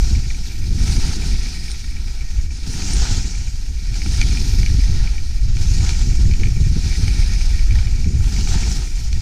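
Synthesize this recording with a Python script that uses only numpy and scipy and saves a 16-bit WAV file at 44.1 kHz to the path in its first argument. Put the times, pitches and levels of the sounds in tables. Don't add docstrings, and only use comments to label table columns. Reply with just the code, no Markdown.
import sys
import numpy as np
from scipy import signal
from scipy.fft import rfft, irfft, next_fast_len
from scipy.io import wavfile
from scipy.ndimage import uniform_filter1d, minimum_filter1d

SR = 44100
rng = np.random.default_rng(int(sys.argv[2]) if len(sys.argv) > 2 else 0)


def unload_wav(signal):
    wavfile.write(
        sys.argv[1],
        SR,
        np.round(np.clip(np.atleast_2d(signal).T, -1, 1) * 32767).astype(np.int16),
    )


def boost(x):
    u = np.asarray(x, float) / 20
    return 10 ** u


N = 406161


def evened(x):
    return x / np.sqrt(np.mean(x ** 2) + 1e-20)


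def peaked(x):
    return x / abs(x).max()


def levelled(x, floor, samples):
    return x / np.sqrt(floor + uniform_filter1d(x ** 2, size=samples))


def read(points, hz):
    f, value = np.transpose(points)
    return np.interp(np.log(hz + 1), np.log(f + 1), value)


def curves(rows, t):
    s, *columns = np.transpose(rows)
    return [np.interp(t, s, c) for c in columns]


def passing(rows, t):
    s, length, *columns = np.transpose(rows)
    at = t[::64]
    swell = np.exp(-((at - s[:, None]) / length[:, None]) ** 2)
    return [np.interp(t, at, c @ swell) for c in columns]


def colour(x, gain):
    size = next_fast_len(N + 8192)
    x = np.append(x, x[:-4097:-1] * np.linspace(1, 0, num=4096))
    return irfft(rfft(x, size) * gain(np.fft.rfftfreq(size, 1 / SR)), size)[:N]


def noise_through(spectrum, drive):
    return evened(colour(drive, lambda f: boost(read(spectrum, f))))


def bass_of(x):
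    return colour(x, lambda f: 1 / (1 + (f / 560) ** 8))


def flutter(top_hz):
    return evened(colour(rng.standard_normal(N), lambda f: (f > 2) * (f < top_hz) / np.sqrt(f + 1)))


def crystals(per_s, spread_db):
    size = boost(spread_db * np.minimum(rng.exponential(1, N), 3))
    return evened(size * rng.standard_normal(N) * (rng.random(N) < per_s / SR))


def ring(hz, t60, t):
    return np.sin(2 * np.pi * hz * t) * boost(-60 * t / t60) * (1 - np.exp(-t / .0003))


def add(mix, s, sound):
    part = mix[round(s * SR):][:len(sound)]
    part += sound[:len(part)]


# (edge set [s], hold [s], release [s], load over the glide [dB], side [-1 skidded to 1 carved])
TURNS = [
    (-0.4, 0.37, 0.51, 5, 0.77),
    (0.623, 0.59, 0.42, 7.5, -0.75),
    (2.634, 0.45, 0.39, 10.5, 0.85),
    (3.786, 0.74, 0.22, 7.5, -1.4),
    (5.525, 0.24, 0.88, 6, 0.94),
    (6.554, 0.6, 0.33, 6, -0.42),
    (8.205, 0.41, 0.2, 6.5, 0.64),
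]
CARVE_ATTACK_S, SKID_ATTACK_S = 0.057, 0.38
GROWTH_DB = 2


def load(t):
    out = 0
    for s, hold, release, db, side in TURNS:
        attack = np.interp(side, [-1, 1], [SKID_ATTACK_S, CARVE_ATTACK_S])
        moments = s + np.cumsum([0, attack, hold, release])
        out = out + np.interp(t, moments, [0, db - GROWTH_DB * side, db + GROWTH_DB * side, 0])
    return out


# (time [s], wind strength [dB], buffeting round the helmet [dB])
WIND = [(0.0, -16, -37.5), (0.45, -23, -39), (0.8, -16.5, -34), (1.4, -23, -41.5), (1.55, -25, -44.5),
        (2.2, -21, -44), (2.7, -25, -47), (3.0, -20.5, -42.5), (3.6, -23, -45.5), (4.2, -20, -39.5),
        (4.85, -14, -37), (5.3, -19.5, -40.5), (5.6, -14.5, -38.5), (6.3, -10.5, -35), (7.0, -19.5, -38.5),
        (7.75, -11, -40.5), (8.1, -17.5, -28.5), (9.21, -19.5, -47)]
# (time [s], length [s], large eddies over the wind [dB], middle eddies over it [dB])
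GUSTS = [(0.0, 0.053, 4.5, -5), (0.18, 0.068, 1.5, 11), (0.35, 0.082, 1.5, -7), (0.93, 0.091, 1, 3.5),
         (1.02, 0.062, 2.5, -8), (1.36, 0.065, 9, -2), (2.44, 0.12, 7, 10.5), (2.56, 0.051, -7, -2),
         (3.0, 0.088, 6.5, -2), (3.15, 0.047, 4, 6.5), (3.92, 0.054, 2.5, 7), (4.18, 0.07, 8, 7.5),
         (4.58, 0.035, 9, 7), (4.77, 0.057, 2, 8), (4.83, 0.043, 6, -9), (5.0, 0.033, 5, 4),
         (5.46, 0.077, 4, 6.5), (5.85, 0.069, -4.5, 10), (5.95, 0.13, -2.5, -7), (6.95, 0.043, -0.5, -1),
         (7.05, 0.075, 4.5, 10), (7.13, 0.037, -0.5, -10), (7.21, 0.024, 6, 6), (7.67, .05, 4.5, -5),
         (7.76, 0.053, 2, 6), (8.13, 0.024, -8, -1), (8.21, 0.065, 6, 9), (8.54, 0.056, 4, 6),
         (8.87, 0.041, -4.5, -9), (9.17, 0.077, 2, 16.5)]
# (time [s], length [s], middle eddies [dB], small eddies [dB])
FLURRIES = [(0.25, 0.16, -1.5, -6), (0.7, 0.16, 2.5, -1), (1.35, 0.06, 1, 2.5), (1.55, 0.07, -4, 1.5),
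            (2.0, 0.084, 4, 4.5), (2.5, 0.11, 0.5, 4), (2.76, 0.18, 7, 6.5), (3.47, 0.11, 7, -3),
            (3.62, 0.099, 5, 2.5), (4.5, 0.072, 2.5, 1), (5.0, 0.18, 3.5, 0), (5.3, .07, 0, -4.5),
            (5.55, 0.11, 4.5, -4), (5.92, 0.11, -4.5, -4), (6.1, .08, 0, -0.5), (6.28, .06, 1, 4),
            (6.4, 0.19, 3.5, 1), (8.6, .06, -0.5, 0.5), (9.05, 0.071, 4, 1), (1.2, 0.09, 0.5, 1),
            (6.7, 0.16, 6, -5), (7.45, 0.12, -6.5, -2.5), (7.75, 0.083, 5.5, 6.5), (8.05, 0.1, 2, -3.5),
            (8.4, 0.19, -2.5, -3.5), (8.85, 0.092, 1.5, 2.5)]
# (frequency [Hz], density [dB per Hz])
SLOW_EDDIES = [(3, -17), (6, 0.5), (27, 1), (50, 0), (68, -7.5), (90, -45), (150, -77)]
MIDDLE_EDDIES = [(35, -26), (60, 0.5), (75, 2.5), (110, -3.5), (150, -14), (200, -29), (320, -89)]
SMALL_EDDIES = [(80, -14.5), (140, -0.5), (170, -1.5), (250, -8), (390, -16.5), (500, -24), (700, -34),
                (1000, -66)]
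MIDDLE_DB, MIDDLE_PER_WIND, MIDDLE_PER_BUFFET = -27.5, 1, 0.69
BUFFET_PER_LOAD = 0.9
PUSH, PUSH_S = 0.42, 0.015


def wind(t):
    wind_db, small_db = curves(WIND, t)
    small_db = small_db + BUFFET_PER_LOAD * load(t)
    large_db, burst_db = passing(GUSTS, t)
    middle_extra_db, small_extra_db = passing(FLURRIES, t)
    slow_db = wind_db + large_db
    middle_db = MIDDLE_DB + MIDDLE_PER_WIND * (wind_db + 16.5) + MIDDLE_PER_BUFFET * (small_db + 37.5)
    middle_db = middle_db + burst_db + middle_extra_db
    small_db = small_db + small_extra_db

    slow = levelled(noise_through(SLOW_EDDIES, rng.standard_normal(N)), 0.32, 4000)
    lumps = flutter(30)
    middle = noise_through(MIDDLE_EDDIES, boost(3.8 * lumps) * rng.standard_normal(N))
    middle = levelled(middle, 1.0, 4000)
    small = noise_through(SMALL_EDDIES, boost(1.94 * lumps) * rng.standard_normal(N))
    small = levelled(small, 1.1, 4000)

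    out = PUSH * np.exp(-(t / PUSH_S) ** 2)
    out = out + boost(slow_db + 1.78) * evened(slow)
    out = out + boost(middle_db + 1.5) * evened(middle)
    return out + boost(small_db + 0.3) * evened(small)


# (time [s], peak [dB])
SLAPS = [(0.26, -44), (0.703, -25.5), (0.794, -30), (0.882, -22.5), (1.162, -29), (1.225, -32.5),
         (4.058, -25.5), (4.581, -21), (4.782, -17), (4.948, -28.5), (6.01, -43), (6.189, -21),
         (6.347, -34), (6.388, -28), (6.468, -24), (6.6, -17), (6.665, -24.5), (6.709, -25), (6.757, -17.5),
         (6.985, -21), (7.169, -33), (8.058, -20.5), (8.102, -23), (8.378, -28), (8.549, -22.5),
         (9.16, -31.5), (0.103, -28), (0.162, -28), (0.221, -35), (0.77, -29.5), (0.832, -27),
         (2.67, -30.5), (2.952, -31.5), (4.25, -32), (4.532, -28), (4.736, -27), (4.885, -31.5),
         (5.471, -32), (5.549, -33), (5.603, -25.5), (5.837, -31), (6.067, -26), (6.289, -25), (6.412, -22),
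         (6.565, -23), (7.022, -29), (7.061, -30), (7.722, -28.5), (7.995, -33), (8.132, -27), (8.254, -35),
         (8.493, -25), (9.111, -32)]


def slaps(t):
    puffs, u = np.zeros(N), t[:2600] / 0.0072
    for s, db in SLAPS:
        add(puffs, s, boost(db + 0.5) * u * np.exp(1 - u))
    low = noise_through(SMALL_EDDIES, rng.standard_normal(N))
    return puffs * levelled(low, 0.12, 900)


# (time [s], peak [dB], pitch [Hz], t60 [s], tick over the ring [dB])
RINGS = [
    (1.705, -36, 8880, 0.06, -14),
    (1.7153, -30.5, 8800, 0.058, 7),
    (2.934, -23.5, 8800, 0.073, 2.5),
]


def pole():
    out, t = np.zeros(N), np.arange(6000) / SR
    tick = 2.6 * ring(5600, 0.006, t) + 1.2 * ring(7500, 0.0043, t)
    tick = tick + 0.8 * ring(4040, 0.02, t) + 0.67 * ring(2200, 0.008, t)
    for s, db, hz, t60, tick_db in RINGS:
        add(out, s, boost(db) * (ring(hz, t60, t) + boost(tick_db) * tick))
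    return out


# (frequency [Hz], width [Hz], level [dB])
MOUNT = [(2300, 114, 2), (1871, 48, 0), (1430, 710, -12.5), (2420, 140, -3)]
SHAKE_PER_LOAD, BUZZ_DB = 0.35, 1


def mount(t):
    common, out = np.tanh(flutter(61)), 0
    for hz, width, db in MOUNT:
        swing = boost(4.7 * common + 2.6 * np.tanh(flutter(60)))
        shake = swing * (0.54 * rng.standard_normal(N) + .5 * crystals(500, 2.8))
        out = out + boost(db) * colour(shake, lambda f: 1 / (1 + 2j * (f - hz) / width))
    shaking_db = curves(SKIS, t)[2]
    return boost(shaking_db + SHAKE_PER_LOAD * load(t) + BUZZ_DB) * evened(out)


# (time [s], peak [dB], main ring [Hz], sharp edge over the ring [dB], low thud over it [dB])
KNOCKS = [(0.3025, -20, 2310, -9, -9), (0.309, -23, 1980, -6, -6), (0.879, -20, 2300, 1, -10),
          (1.2206, -20, 2350, -7, -5), (2.819, -19, 2430, -6, -16), (4.018, -16, 2250, -8, -23),
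          (4.0605, -22, 2320, -6, 5), (4.2122, -19, 2300, 2, 2), (4.2142, -5.5, 2350, -1, -8),
          (4.2284, -17, 2260, -14, -9), (4.372, -14, 2410, -12, -15), (4.6307, -16, 2300, -2, -26),
          (4.6618, -13, 2310, -2, -23), (4.8379, -25, 1980, 1, -17), (5.5683, -21, 2370, 1, -4),
          (5.8918, -16, 2380, 6, -2), (6.3365, -19, 2450, -1, -14), (6.4343, -10, 2290, -15, -26),
          (7.0793, -13, 2330, -5, -7), (7.413, -18, 2410, -8, -11), (7.7544, -20, 1850, -1, -10.5),
          (7.7872, -17, 2300, -14, -18), (8.2067, -36, 2400, -5.5, 12), (8.4731, -20, 2350, -1, 4.5),
          (9.1287, -22, 2370, 6, -20)]
# (time [s], peak [dB])
COMMON_PITCH_KNOCKS = [(0.151, -22), (0.346, -25), (1.6811, -23), (1.9669, -25), (2.507, -27), (3.941, -21.5),
                       (5.0739, -18), (5.1802, -21.5), (5.9319, -21), (6.312, -20), (6.456, -20), (7.194, -25),
                       (7.5925, -19), (7.7084, -18), (7.8708, -19.5), (8.0436, -23), (8.6323, -17)]
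# (time [s], peak [dB], main ring [Hz])
PITCHED_KNOCKS = [(0.556, -29, 2470), (0.813, -26, 2370), (0.9667, -21, 2240), (1.077, -25, 2350),
                  (1.460, -22, 2290), (2.208, -26, 2330), (2.738, -29, 1850), (2.9557, -24, 2440),
                  (3.242, -23, 2280), (3.3508, -22, 2340), (4.9977, -28, 1840), (5.033, -28, 2480),
                  (5.5504, -32, 2590), (5.684, -29, 2620), (5.805, -24, 2300), (5.864, -21, 2240),
                  (6.254, -28, 1880), (6.3984, -23, 2270), (6.470, -21, 2330), (6.9267, -21, 2310),
                  (6.955, -21, 1920), (7.2195, -23, 2270), (7.36, -22, 2250), (8.364, -18.5, 2290)]
TAP_HZ, TAP_EDGE_DB, TAP_THUD_DB = 2340, -7, -17
FIRST_TOUCH = 20.
EDGE_HZ, EDGE_SPREAD_HZ, EDGE_T60_S = 4420, 30, .009
SNAP, SNAP_HZ, SNAP_T60_S = 1.7, 4800, 0.0011


def knocks():
    out, t = np.zeros(N), np.arange(1600) / SR
    early = t[:500]
    rows = KNOCKS + [(s, db, TAP_HZ, TAP_EDGE_DB, TAP_THUD_DB) for s, db in COMMON_PITCH_KNOCKS]
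    rows += [(s, db, hz, TAP_EDGE_DB, TAP_THUD_DB) for s, db, hz in PITCHED_KNOCKS]
    roughness = rng.standard_normal((len(rows), 500))
    for (s, db, hz, edge_db, thud_db), noise in zip(rows, roughness):
        contact = noise * np.exp(-early / 0.0025) * (1 - np.exp(-early / 0.00057))
        contact[0] = FIRST_TOUCH
        body = ring(hz, 0.017, t) + 0.15 * ring(1900, 0.018, t) + 0.28 * ring(1.265 * hz, 0.018, t)
        edge = 0.7 * ring(EDGE_HZ + EDGE_SPREAD_HZ * noise[3], EDGE_T60_S, t)
        edge = edge + 1.3 * ring(6000, 0.0034, t) + 0.59 * ring(3520, 0.0063, t)
        edge = edge + SNAP * ring(SNAP_HZ, SNAP_T60_S, t)
        thud = ring(1370, 0.011, t) + 0.55 * ring(855, 0.013, t)
        body, edge, thud = (peaked(np.convolve(contact, part)) for part in (body, edge, thud))
        blow = body + boost(edge_db + 3.0) * edge + boost(thud_db - 2.5) * thud
        add(out, s, boost(db - 6.0) * blow)
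        add(out, s + 0.009 + 0.0046 * noise[1], boost(db - 13.0 + 2.4 * noise[2]) * body)
    return out


# (time [s], straight glide [dB], hiss centre as the edge tilts [Hz], shaking of the helmet [dB])
SKIS = [(0.0, -41, 5500, -52), (0.6, -41, 5150, -50), (1.1, -40.5, 5270, -49), (1.65, -41.5, 4950, -48),
        (2.3, -41.5, 5400, -50), (2.62, -41, 5200, -52.5), (2.9, -42, 5700, -50.5), (3.35, -43, 5600, -49),
        (3.6, -43, 5480, -53.5), (4.2, -42, 5070, -47.5), (4.95, -41.5, 5160, -47.5),
        (5.45, -42, 5230, -51), (5.9, -40.5, 5520, -48.5), (6.45, -42, 5400, -49), (7.2, -39.5, 5000, -43),
        (7.85, -40.5, 5370, -47), (8.5, -38.5, 5610, -49), (9.21, -40, 5440, -48)]
# (time [s], length [s], grip [dB], ice scrape [dB], thrown spray [dB])
PATCHES = [(0.02, 0.066, 0, 1.5, 1), (1.23, 0.062, -2.5, 5, 3), (0.894, 0.16, 0.5, 3, 4.5),
           (1.104, 0.046, 1, 5, 4), (1.62, 0.085, 0, -3, 0.5), (1.9, 0.036, -0.5, -6, 1),
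           (2.17, 0.21, -1, 5, 0), (2.49, 0.024, -6, -2, -3), (2.68, .018, 0, 2, 3),
           (2.73, 0.044, 0.5, 2, 5), (5.3, .1, 0, 2, 0), (2.946, 0.099, 1.5, 2, 3.5),
           (3.104, 0.078, 0, 5, -2), (2.9, 0.026, 1.5, -0.5, 0), (3.6, 0.091, 1, 3.5, 1.5),
           (8.95, .08, 1, 0.5, 3), (7.05, .1, 0, -0.5, 1.5), (4.18, 0.12, 1, -1.5, 3),
           (4.56, 0.15, 1, 0, 0.5), (5.055, 0.14, 3, 6, -1), (5.5, 0.038, 2.5, 2.5, -7),
           (5.62, 0.037, 2.5, 4.5, 2), (5.77, 0.081, 1, -5.5, 1), (5.85, 0.085, 2, 5.5, 0.5),
           (6.44, 0.055, 1.5, 7.5, 0), (7.8, 0.098, 1.5, 9.5, 1), (8.26, 0.071, -2, 5.5, 7),
           (8.57, 0.078, 2, 6.5, -1), (8.74, 0.036, 1.5, -2.5, 2), (8.38, .05, 0, 0.5, 0),
           (8.5, .03, 0, -0.5, -2), (1.19, 0.021, -1.5, 0, -1), (0.96, .05, 0.5, 0.5, 1.5),
           (3.03, 0.053, 1.5, 1, -1), (2.78, 0.054, -1, 0.5, 1), (2.8, .05, 0.5, 1.5, 0),
           (8.82, 0.079, -2.5, 4.5, 3)]
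# (time [s], length [s], level [dB])
POWDER = [(0.05, .06, 4), (0.55, .1, 6), (2.55, .09, -6), (2.7, .02, 1), (2.74, .04, 2), (1.05, .15, 0),
          (3.35, .12, -3), (4.55, .13, 7), (5.48, .06, -4), (5.6, .04, 1), (7.755, .008, 8), (9.02, .04, 3),
          (7.8, .1, -3), (8.12, 0.068, -4), (8.52, 0.07, 4), (8.32, .06, 3), (8.72, .05, 2), (8.9, .04, 2)]
# (frequency [Hz], density [dB per Hz]); HISS slides with the tilt
HISS = [(1500, -29), (2600, -8.5), (3300, -11.5), (4300, -2.5), (5500, 1.5), (6800, -2.5), (7900, -12),
        (10000, -31), (14000, -52)]
SCRAPE = [(300, -5.5), (500, 7), (800, 2), (1450, 1), (2000, -3.5), (3000, -3.5), (4500, 0.5), (7000, -42)]
SPRAY = [(5500, -8), (7500, -3), (9000, 1), (10500, -9), (11500, -23.5), (13000, -40)]
FINEST = [(9000, -25), (11000, -7.5), (12300, -1.5), (14000, -4), (15200, -8), (16000, -40)]
FINEST_PER_SPRAY = 0.5


def skis(t):
    glide_db, centre_hz, _ = curves(SKIS, t)
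    grip_db, ice_db, thrown_db = passing(PATCHES, t)
    hiss_db = glide_db + load(t) + grip_db

    def follow(db, per_hiss_db, per_tilt_khz):
        return db + per_hiss_db * (hiss_db + 35) + per_tilt_khz * (centre_hz - 5400) / 1000

    scrape_db = follow(-48.5, 1.14, 0.1) + ice_db
    spray_db = follow(-49, 0.76, -6.5) + thrown_db
    finest_db = follow(-59, 0.49, -2.0) + FINEST_PER_SPRAY * thrown_db + passing(POWDER, t)[0]
    chatter = flutter(35)

    grains = 0.85 * rng.standard_normal(N) + .5 * crystals(3500, 2.7)
    hz, at, z = signal.stft(grains, SR, nperseg=512, noverlap=384)
    slide = (np.interp(at, t, centre_hz) / 5400) ** 1.1
    mottle = uniform_filter1d(rng.standard_normal(z.shape), size=8, axis=0)
    mottle = evened(uniform_filter1d(mottle, size=14, axis=1))
    hump = boost(read(HISS, hz[:, None] / slide) + 1.43 * mottle)
    hump /= np.sqrt((hump ** 2).mean(0))
    hiss = evened(signal.istft(z * hump, SR, nperseg=512, noverlap=384)[1][:N])

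    coarse = boost(1.6 * flutter(40)) * (0.73 * rng.standard_normal(N) + .5 * crystals(500, 1.3))
    fine = 1.7 * rng.standard_normal(N) + 0.2 * crystals(2000, 3.2)
    layers = boost(hiss_db) * hiss
    layers += boost(scrape_db + 5.0) * noise_through(SCRAPE, coarse)
    layers += boost(spray_db) * noise_through(SPRAY, fine)
    layers += boost(finest_db - 1.5) * noise_through(FINEST, fine)
    return boost(1.05 * chatter) * layers


def scene():
    t = np.arange(N) / SR
    return (wind(t) + slaps(t) + skis(t) + mount(t) + knocks() + pole())[None]


# (frequency [Hz], width [Hz], depth [dB])
CASE_NOTCHES = [(565.5, 101.4, -15), (1112, 125, -12)]


def case(x):
    def gain(f):
        depth_db = sum(db * np.exp(-((f - hz) / width) ** 2) for hz, width, db in CASE_NOTCHES)
        return boost(depth_db) * (f < 15230)
    return colour(x, gain)


def bass_limiter(x, ceiling=.56):
    bass = bass_of(x)
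    room_left = np.minimum(ceiling / (abs(bass) + 1e-9), 1)
    gain = uniform_filter1d(minimum_filter1d(room_left, size=1500), size=1500)
    return x + bass * (gain - 1)


def roll_off(x):
    return signal.sosfilt(signal.butter(12, 15230, fs=SR, output="sos"), x)


def record(dry):
    held = bass_limiter(case(dry[0])) + .0028
    lull = np.cos(np.pi / 2 * np.minimum(np.arange(N)[::-1] / 500, 1)) ** 2
    held -= lull * bass_of(held)
    return roll_off(held[None])


dry = scene()
out = record(dry)
unload_wav(out)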